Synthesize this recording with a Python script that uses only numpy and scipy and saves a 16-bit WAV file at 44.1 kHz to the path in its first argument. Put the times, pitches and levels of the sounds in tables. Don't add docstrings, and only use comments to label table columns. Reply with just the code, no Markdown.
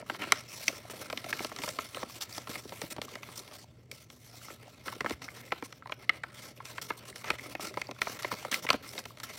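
import sys
import numpy as np
from scipy import signal
from scipy.fft import rfft, irfft
from scipy.io import wavfile
from scipy.ndimage import uniform_filter1d

SR = 44100
rng = np.random.default_rng(int(sys.argv[2]) if len(sys.argv) > 2 else 0)


def makeup_ratio(level_db):
    decades = np.asarray(level_db, float) / 20
    return 10 ** decades


def int16_out(signal):
    q = np.round(np.clip(np.atleast_2d(signal).T, -1, 1) * 32767)
    wavfile.write(sys.argv[1], SR, q.astype(np.int16))


N = 413658


def curve(table, hz):
    table_hz, table_db = np.transpose(table)
    return np.interp(np.log(hz + 1), np.log(table_hz), table_db)


def unit(x):
    return x / np.sqrt(np.mean(x ** 2))


def colour(x, db_of):
    size = 4096
    cepstrum = irfft(db_of(np.fft.rfftfreq(size, 1 / SR)) * np.log(10) / 20)
    cepstrum[1:size // 2] *= 2
    cepstrum[size // 2 + 1:] = 0
    impulse = irfft(np.exp(rfft(cepstrum)))
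    return signal.fftconvolve(x, impulse)[:len(x)]


def band(x, low_hz, high_hz):
    return signal.sosfilt(signal.butter(2, [low_hz, high_hz], "band", fs=SR, output="sos"), x)


def walk(rate_hz):
    hold = int(SR / rate_hz)
    steps = np.repeat(rng.standard_normal(N // hold + 1), hold)
    return 1.28 * uniform_filter1d(steps, hold)[:N]


# centre_hz, width_hz, gain_db
PATH = [(600, 90, 7), (1050, 130, 6), (1335, 110, 10), (1480, 100, -5), (2140, 280, 8), (4480, 200, 5),
        (4800, 250, -4), (5350, 500, 4), (6040, 260, 7), (6260, 220, -8)]


def path_db(hz):
    return sum(db / (1 + (2 * (hz - centre) / width) ** 2) for centre, width, db in PATH)


# freq_hz, level_db
AIR_TILT = [(18, -31.5), (30, -30.5), (53, -13.5), (118, -2), (157, -7.5), (199, -15.5), (394, -30.5),
            (3770, -46.5), (16000, -67.5)]
# multiple, level_db
HUM = [(1, -62), (2, -71)]


def room_air():
    noise = colour(rng.standard_normal(N), lambda hz: curve(AIR_TILT, hz))
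    air = unit(noise) * makeup_ratio(-59)
    hum_hz = 120
    phase = 2 * np.pi * hum_hz * np.arange(N) / SR + 0.8 * walk(12)
    for multiple, level_db in HUM:
        air = air + np.sqrt(2) * np.sin(multiple * phase) * makeup_ratio(level_db + 2.6 * walk(21))
    return air


# start_s, hiss_db
HOLDING = [(0.0, -73.5), (0.78, -60), (1.56, -60.5), (2.35, -64.5), (3.13, -68.5), (3.91, -78),
           (4.69, -66.5), (5.47, -72.5), (6.25, -74), (7.04, -68), (7.82, -67), (8.6, -69.5), (9.38, -67)]
# start_s, length_s, hiss_db
BENDS = [(0.0, 0.015, -59.5), (0.195, 0.12, -55), (0.314, 0.054, -55), (4.62, 0.096, -66),
         (5.054, 0.068, -57), (5.413, 0.075, -67), (5.517, 0.066, -61), (5.991, 0.056, -65),
         (6.111, 0.07, -65), (6.241, 0.07, -69.5), (6.585, 0.06, -70), (6.914, 0.044, -62.5),
         (6.989, 0.061, -65.5), (7.244, 0.073, -53), (7.328, 0.03, -55.5), (7.827, 0.086, -66),
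         (7.982, 0.013, -59), (8.665, 0.025, -58), (8.69, 0.07, -53.5), (8.835, 0.038, -57.5)]
# start_s, length_s, hiss_db
DRAGS = [(0.065, 0.074, -59), (0.14, 0.023, -55), (8.826, 0.045, -56), (9.008, 0.008, -54),
         (0.364, 0.049, -55.5), (0.399, 0.1, -61.5), (0.698, 0.094, -53), (1.472, 0.14, -56.5),
         (1.956, 0.08, -53), (3.078, 0.12, -59), (3.228, 0.12, -56.5), (4.51, 0.054, -61),
         (4.854, 0.034, -55), (4.89, 0.035, -54.5), (4.922, 0.018, -51), (4.945, 0.02, -57),
         (4.964, 0.063, -63.5), (5.093, 0.044, -52), (5.218, 0.049, -55), (5.263, 0.071, -61.5),
         (5.343, 0.071, -57), (5.562, 0.093, -66.5), (5.907, 0.034, -62.5), (6.321, 0.025, -64),
         (6.495, 0.023, -62.5), (6.725, 0.07, -61), (7.383, 0.088, -56.5), (7.742, 0.081, -59.5),
         (8.122, 0.05, -53), (8.19, 0.018, -49.5), (8.222, 0.058, -53), (8.27, 0.21, -56),
         (8.312, 0.027, -47), (8.425, 0.07, -58), (9.184, 0.027, -60), (9.259, 0.081, -55.5)]
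# start_s, length_s, hiss_db
RASPS = [
    (8.515, 0.044, -55),
    (0.203, 0.049, -53),
]
# start_s, length_s, hiss_db
SLIDES = [(0.489, 0.04, -52), (0.53, 0.06, -50.5), (0.6, 0.13, -50), (1.621, 0.091, -45.5),
          (2.085, 0.1, -51), (2.209, 0.024, -40), (2.335, 0.049, -46.5), (2.599, 0.125, -59.5),
          (2.859, 0.045, -58.5), (2.903, 0.023, -44.5), (3.357, 0.046, -49), (3.527, 0.039, -54),
          (3.577, 0.034, -59.5), (3.612, 0.032, -61), (3.92, 0.125, -59.5), (4.101, 0.132, -65),
          (4.245, 0.07, -59.5), (4.355, 0.19, -55.5), (5.637, 0.027, -53.5), (6.56, 0.025, -61),
          (6.815, 0.01, -43), (6.834, 0.059, -54), (6.969, 0.0205, -51), (7.159, 0.065, -54),
          (8.516, 0.036, -41), (8.561, 0.038, -47.5), (8.625, 0.029, -48.5), (8.87, 0.045, -52.5),
          (8.925, 0.015, -52), (8.95, 0.03, -52), (9.065, 0.05, -59.5), (4.68, 0.045, -63),
          (5.45, 0.02, -59.5), (9.234, 0.016, -41.5), (9.324, 0.054, -51)]
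# start_s, length_s, hiss_db
STROKES = [(0.9, 0.023, -48.5), (0.935, 0.078, -53), (1.008, 0.02, -49), (1.045, 0.022, -51),
           (1.127, 0.15, -54.5), (1.287, 0.027, -46.5), (1.335, 0.06, -51), (1.4, 0.07, -49.5),
           (1.721, 0.065, -53.5), (1.786, 0.081, -50.5), (1.866, 0.15, -57.5), (2.24, 0.017, -55),
           (2.295, 0.067, -53), (2.39, 0.096, -57), (2.494, 0.029, -47), (2.53, 0.034, -45.5),
           (2.575, 0.024, -47.5), (2.724, 0.078, -53.5), (2.794, 0.071, -51), (3.018, 0.036, -52.5),
           (3.407, 0.15, -60), (4.285, 0.097, -63), (4.84, 0.03, -62.5), (5.473, 0.033, -66),
           (5.672, 0.12, -67), (6.346, 0.15, -54.5), (6.65, 0.077, -52), (6.884, 0.017, -49.5),
           (7.054, 0.048, -53.5), (7.495, 0.04, -52), (7.608, 0.078, -47), (7.683, 0.021, -56.5),
           (8.017, 0.12, -50), (8.341, 0.068, -53), (8.985, 0.012, -43.5)]


def contact():
    holding_rustle_db, attack_share, release_s, swell_db = 6, 0.16, 0.016, 1.5
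    t = np.arange(N) / SR
    hiss = makeup_ratio(np.interp(t, *np.transpose(HOLDING)))
    rustle = hiss * makeup_ratio(holding_rustle_db)
    # events, rustle dB re hiss
    kinds = [(SLIDES, -2.2), (STROKES, 1), (DRAGS, 4.2), (BENDS, 8.9), (RASPS, 14.6)]
    for events, rustle_db in kinds:
        for start_s, length_s, hiss_db in events:
            attack_s = attack_share * length_s
            end_s = length_s + release_s
            span = slice(max(int((start_s - attack_s) * SR), 0), int((start_s + end_s) * SR))
            corners_s = [-attack_s, 0, length_s / 2, length_s, end_s]
            shape = np.interp(t[span] - start_s, corners_s, [0, 1, makeup_ratio(swell_db / 2), 1, 0])
            touch = makeup_ratio(hiss_db) * shape ** 2
            hiss[span] = np.maximum(hiss[span], touch)
            rustle[span] = np.maximum(rustle[span], touch * makeup_ratio(rustle_db))
    return 20 * np.log10([hiss, rustle])


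# freq_hz, gain_db
RUB_TILT = [(100, -3.5), (250, 0.5), (900, -2.5), (3500, -1), (6100, -2), (6300, -4.5), (15500, -8.5)]


def rubbing():
    hiss_db, rustle_db = contact()
    smoothed_db = uniform_filter1d(rustle_db, 1200)
    flap_db = -40.5 + 0.57 * (smoothed_db + 52.5) + 2.6 * walk(35)
    grip_db = np.clip(walk(45) + 2.6 * walk(220), -8, 5)
    slips = makeup_ratio(np.minimum(3.3 * rng.exponential(size=N), 17) + grip_db - 6)
    crackles_per_s, crackle_base_db, crackle_spread_db = 120, 17, 3.0
    at = np.flatnonzero(rng.random(N) < crackles_per_s / SR)
    excess_db = np.minimum(crackle_spread_db * rng.exponential(size=len(at)), 9)
    crackle_db = crackle_base_db + excess_db
    centre = rng.uniform(np.log(500), np.log(9000), len(at))
    out = 0
    for hz in 160 * 1.17 ** np.arange(30):
        flap = np.interp(np.log(hz), np.log([450, 900]), [1, 0])
        hiss = np.interp(np.log(hz), np.log([2200, 5000]), [0, 1])
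        level_db = flap * flap_db + hiss * (hiss_db + 7.0) + (1 - flap - hiss) * (rustle_db + 7.5)
        push = slips * rng.standard_normal(N)
        push[at] += makeup_ratio(crackle_db - 12 * (np.log(hz) - centre) ** 2)
        out = out + band(push, hz, 1.17 * hz) * makeup_ratio(level_db + 2.5 * walk(28))
    return colour(out, lambda hz: curve(RUB_TILT, hz) + 0.8 * path_db(hz))


def strike(size, peak_db, hz, t60_s, mode_db):
    t = np.arange(size) / SR
    rise_cycles = 0.85
    swell = (1 - np.exp(-t * hz / rise_cycles)) * np.exp(-np.log(1000) * t / t60_s)
    modes = np.sin(2 * np.pi * (hz * t + rng.random(hz.shape)))
    ring = np.sum(makeup_ratio(mode_db) * swell * modes, axis=0)
    return makeup_ratio(peak_db) * ring / np.abs(ring).max()


def lone_panel(size, peak_db, panel_hz):
    spread, cycles_to_t60 = 0.14, 17
    near, top = rng.random((2, 8, 1))
    panel_modes_hz = panel_hz * np.exp(spread * (2 * near[:4] - 1))
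    hz = np.concatenate([panel_modes_hz, 3500 * 4.2 ** top])
    t60_s = cycles_to_t60 * (hz / 1000) ** 0.64 / hz
    crack_db = -11 if panel_hz > 3000 else -21.5
    mode_db = np.repeat([0, crack_db], [4, 8])[:, None]
    return strike(size, peak_db - 4, hz, t60_s, mode_db)


def big_snap(size, peak_db, peaks):
    hz, width_hz, gain_db = np.array(peaks, float).T[:, :, None]
    t60_s = np.log(1000) / (np.pi * width_hz)
    return strike(size, peak_db, hz, t60_s, gain_db + 20 * np.log10(width_hz))


# start_s, peak_db, panel_hz
LONE_PANELS = [(0.0, -33, 604), (0.608, -36, 623), (0.73, -33, 450), (0.852, -34, 650), (1.019, -39, 300),
               (1.264, -30.5, 603), (8.325, -23.5, 385), (1.339, -31, 505), (1.518, -33, 800), (1.951, -35, 350),
               (1.97, -28.5, 500), (2.161, -39, 300), (2.377, -38, 320), (2.817, -31, 560), (2.838, -33, 330),
               (2.919, -36, 330), (3.017, -32.5, 517), (3.17, -38, 600), (3.925, -38.5, 487), (4.5, -38, 1340),
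               (4.871, -35, 330), (8.542, -13.5, 2230), (4.964, -33, 480), (5.045, -25, 490), (5.108, -28, 322),
               (5.282, -28, 1320), (6.246, -41, 640), (7.335, -31, 606), (7.439, -38, 647), (7.551, -24, 650),
               (7.771, -28, 350), (7.905, -33, 400), (8.073, -27, 660), (8.482, -34, 560), (8.703, -23, 600),
               (8.731, -32, 664),
               (0.063, -42, 1340), (0.098, -26, 1320), (0.118, -35, 2130), (0.681, -13.5, 2530),
                (1.059, -34, 1300), (1.327, -26, 1090), (1.496, -40, 1060), (1.635, -24, 940),
                (1.644, -26, 1030), (1.79, -30, 1330), (2.098, -34, 970), (2.327, -26, 5000),
                (2.348, -30, 4050), (2.381, -20.5, 5490), (3.082, -33.5, 1070), (3.154, -30, 2110),
                (3.231, -30, 2220), (3.524, -37, 1010), (3.642, -40.5, 820), (3.392, -29, 4000),
                (3.915, -27.5, 2120), (4.342, -40, 800), (4.414, -39, 1340), (4.679, -39, 750),
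                (4.927, -29, 970), (5.008, -26.5, 5230),
               (5.48, -38, 2110), (5.507, -36, 2130), (5.625, -31.5, 2120), (5.858, -37, 1700),
               (6.235, -24.5, 1780), (6.575, -40, 2800), (6.783, -31, 1090), (6.924, -33, 1340),
               (7.127, -35, 2020), (7.219, -38, 1270), (7.301, -26, 1350), (7.395, -27, 2200),
               (7.693, -37, 2350), (7.596, -30, 650), (7.818, -22, 2200), (7.87, -32.5, 4720),
               (7.964, -40, 1310), (8.017, -12.5, 2200), (8.223, -33, 1200), (8.315, -21, 1090),
               (8.427, -34, 710), (8.449, -25, 1200), (8.575, -39, 1360), (8.69, -15, 2160),
               (8.993, -36, 1030), (9.054, -28, 2260), (9.106, -37, 1050),
               (0.121, -34, 300), (0.22, -26, 2140), (0.682, -35, 320), (0.699, -27, 616), (1.176, -34, 280),
          (1.598, -35, 250), (1.982, -34, 1900), (2.031, -31, 333), (2.222, -22, 3480), (2.494, -29, 260),
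          (5.061, -22.5, 1905), (7.248, -32, 1300), (7.286, -27.5, 1900), (8.07, -29, 2000),
          (8.516, -16, 5900), (8.533, -23, 2300), (8.537, -24, 1900)]
# [(centre_hz, width_hz, gain_db)]
BIG_SNAPS = [
    (0.3213, -5.5, [(1380, 91, 2), (2090, 270, 0), (955, 100, -9), (10050, 1900, -14.5), (5900, 300, -7), (7700, 500, -14)]),
    (0.6804, -10, [(2100, 120, 0), (2530, 220, -1.5), (3290, 210, -16.5), (3470, 150, -17), (6040, 110, 0.5)]),
    (5.520, -19.5, [(602, 98, -4.5), (1332, 64, -1), (2020, 110, -9.5), (2530, 100, -8), (3330, 190, -17)]),
    (6.0934, -11.5, [(1290, 64, -5.5), (1790, 65, -17), (2136, 120, -3), (2740, 230, -13), (5040, 210, -25)]),
    (8.017, -15.5, [(1325, 72, 1.5), (2180, 170, 2), (3440, 220, -23), (4400, 190, -19)]),
    (8.703, -6.5, [(608, 120, 2), (1080, 93, -1), (2820, 560, 0.5), (4400, 350, 0), (5800, 330, -25), (2080, 220, -6)]),
    (8.979, -24.5, [(1320, 82, -15), (2050, 150, -1), (3780, 130, 1), (5600, 95, -11)]),
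]


def panels():
    out, size = np.zeros(N + 4096), 2000
    lone_events = LONE_PANELS
    for voice, events in [(lone_panel, lone_events), (big_snap, BIG_SNAPS)]:
        for start_s, *settings in events:
            start = int(start_s * SR)
            out[start:start + size] += voice(size, *settings)
    return out[:N]


# freq_hz, gain_db
SNAP_TILT = [(150, -7), (300, 7), (3500, 13.5), (6100, 8), (6300, 4.5), (15500, -3.5)]


def snap(t, panel_hz, crack_db, thud_db, t60_s):
    modes = 64
    place, phase, size, late = rng.random((4, modes, 1))
    hz = 170 + 15300 * ((np.arange(modes)[:, None] + place) / modes) ** 1.9
    slow = np.sqrt(2000 / hz)
    mode_t60_s = t60_s * slow ** 0.62
    delay_s = slow * (0.00028 + 0.07845 * mode_t60_s * late ** 2)
    age_s = np.maximum(t - delay_s, 0)
    attack = 1 - np.exp(-age_s / (0.0001 * slow))
    swell = attack * np.exp(-np.log(1000) * age_s / mode_t60_s)
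    shape_db = curve([(450, thud_db + 9.0), (panel_hz, 0), (6000, crack_db + 6.0)], hz)
    shape_db = shape_db + 6 / (1 + ((hz - panel_hz) / 250) ** 2)
    mode_db = shape_db + curve(SNAP_TILT, hz) + 10 * size
    ring = np.sum(makeup_ratio(mode_db) * swell * np.sin(2 * np.pi * (hz * age_s + 0.33 * phase)), axis=0)
    return ring / np.abs(ring).max()


# start_s, peak_db, panel_hz, crack_db (re peak)
TICKS = [(0.024, -37, 700, -46), (0.271, -36, 587, -27), (0.693, -32, 582, -32), (0.935, -36.5, 641, -26),
         (1.404, -27.5, 590, -15), (1.689, -22.5, 2350, 3), (2.654, -36.5, 564, -56), (2.693, -33, 622, 14),
         (3.288, -34.5, 1340, -18), (3.477, -37, 606, 9), (4.101, -36.5, 3160, -2), (4.483, -35, 1410, -23),
         (4.503, -38, 1300, -20), (5.107, -25, 395, -18), (5.008, -30, 330, -27), (5.872, -38, 1000, -8),
         (6.654, -29.5, 1100, 8), (7.708, -41, 460, -23), (8.096, -33.5, 412, -21), (8.223, -31, 1990, 28),
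         (8.326, -29, 448, -21), (8.339, -31, 1030, -31), (8.52, -26, 2170, -1), (8.703, -17.5, 605, -1),
         (9.039, -39, 2040, 8), (9.172, -40, 2000, -5)]
# start_s, peak_db, panel_hz, crack_db (re peak)
BUCKLES = [(0.098, -20.5, 1520, -21), (0.146, -32, 1250, -17), (0.321, -9, 1570, -3), (1.1, -26, 1300, -8),
           (1.562, -29.5, 1380, 1), (1.677, -27, 750, -21), (1.787, -22.5, 1230, -16),
           (2.379, -28.5, 940, -24), (2.555, -27.5, 2150, -26), (2.722, -32, 680, -27),
           (3.016, -22.5, 1015, 0.5), (5.006, -19, 1920, -16), (5.061, -21.5, 1370, -30),
           (5.521, -19.5, 1360, -21.5), (5.725, -34, 2100, -4), (5.895, -34.5, 1030, -23),
           (5.921, -24, 2840, -18), (6.904, -20, 2160, -32), (7.158, -33.5, 2060, 0),
           (7.242, -31.5, 1100, -8), (7.273, -31, 2030, -27), (7.303, -13, 2220, -14.5),
           (7.551, -24.5, 2400, -27), (7.772, -24, 1030, -24), (7.815, -25.5, 2190, -5),
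           (8.017, -20, 2230, -9), (8.246, -20, 2020, -29), (8.449, -27.5, 710, -23.5),
           (8.689, -19.5, 2270, -11), (8.979, -28, 2060, -3)]
# start_s, peak_db, panel_hz, crack_db (re peak)
FLIPS = [(0.681, -13.5, 2500, 0), (1.174, -23, 3400, -9.5), (1.328, -18.5, 1780, -22.5),
         (1.392, -26.5, 2300, -15.5), (1.619, -28.5, 2310, -5.5), (1.946, -27.5, 2880, -8),
         (1.969, -30, 1100, -15), (2.211, -26, 3480, 0.5), (2.472, -32.5, 1000, -11),
         (3.231, -32, 2300, -13), (3.914, -31.5, 2170, 9), (4.88, -23.5, 1470, -21),
         (5.286, -30.5, 2060, -38), (5.823, -39, 1380, -37), (5.858, -34, 950, -37),
         (6.094, -14.5, 2160, -21), (6.236, -23.5, 1480, -24), (6.602, -35, 1130, -38),
         (6.781, -24.5, 1930, -20), (7.385, -36, 2170, -17), (8.07, -24.5, 1020, -32),
         (8.19, -32, 1780, -3), (8.23, -28.5, 2000, -4), (8.316, -26.5, 1110, -15),
         (8.526, -20, 1950, -13.5), (8.542, -21, 2160, 0.5), (8.666, -27, 2000, -22),
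         (8.703, -15.5, 1010, -6), (9.2, -32, 1090, 0), (9.237, -38, 1420, -27)]
# start_s, peak_db, panel_hz, crack_db (re peak)
POPS = [(0.898, -32.5, 991, -12), (1.127, -25, 940, -7.5), (1.242, -28, 2060, -4), (1.446, -21, 700, -3),
        (1.516, -29.5, 1060, -21), (1.587, -28, 3180, 1), (1.636, -21, 2200, -4), (2.029, -24, 1050, -26),
        (2.493, -34.5, 517, -10), (2.816, -25, 2080, 1), (2.837, -30, 480, -25), (2.964, -32.5, 875, -6),
        (2.982, -31, 770, -30), (3.154, -30.5, 2060, -5), (3.512, -41, 1080, -9), (5.045, -24, 1350, -26),
        (5.096, -26, 2000, 0), (5.218, -36, 2090, -8), (5.624, -29, 710, -21), (8.952, -38.5, 620, -14),
        (7.459, -34, 1330, -10), (7.595, -33, 1320, -25), (7.74, -33, 2160, -3), (7.89, -32, 720, -32),
        (7.911, -29, 2100, -5), (8.648, -30.5, 1000, -33), (8.73, -22, 1270, -2), (8.741, -19.5, 755, -22),
        (8.934, -37.5, 1830, -4), (9.055, -31.5, 1040, -1)]


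def snaps():
    out, t = np.zeros(N + 4096), np.arange(2500) / SR
    # events, thud dB re peak, ring t60 s
    kinds = [(TICKS, -6.5, 0.01924), (BUCKLES, -11.5, 0.02206), (FLIPS, -23, 0.0225), (POPS, -2.6, 0.0209)]
    for events, thud_db, t60_s in kinds:
        for start_s, peak_db, panel_hz, crack_db in events:
            start = int(start_s * SR)
            ring = snap(t, panel_hz, crack_db, thud_db, t60_s)
            out[start:start + len(t)] += makeup_ratio(peak_db + 0.48) * ring
    return colour(out[:N], lambda hz: 0.6 * path_db(hz))


# start_s, peak_db
KNOCKS = [
    (5.119, -52),
    (7.309, -59),
]


def knocks():
    out, t = np.zeros(N), np.arange(5000) / SR
    thud = t / 0.0054 * np.exp(-t / 0.011) * np.sin(2 * np.pi * 75 * t)
    for start_s, peak_db in KNOCKS:
        start = int(start_s * SR)
        out[start:start + len(t)] += makeup_ratio(peak_db + 12.0) * thud
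    return out


def room_tail(paper):
    t60_s, gap_s = 0.35, 0.004
    t = np.arange(SR // 4) / SR
    noise = band(rng.standard_normal(len(t)), 270.0, 8700.0)
    tail = unit(noise * np.exp(-np.log(1000) * t / t60_s) * (t > gap_s)) / np.sqrt(len(t))
    source = colour(paper, lambda hz: -0.6 * path_db(hz))
    return makeup_ratio(-24.5) * signal.fftconvolve(source, tail)[:N]


def scene():
    air = room_air()
    paper = rubbing() + panels() + snaps()
    return (paper + room_tail(paper) + knocks() + air)[None]


def top_cut(x):
    return signal.sosfilt(signal.butter(12, 15800, fs=SR, output="sos"), x)


def record(dry):
    heard = signal.sosfilt(signal.butter(5, 50, "high", fs=SR, output="sos"), dry)
    heard = signal.sosfilt(signal.ellip(10, 1, 60, 15950, fs=SR, output="sos"), heard)
    return top_cut(heard)


dry = scene()
out = record(dry)
int16_out(out)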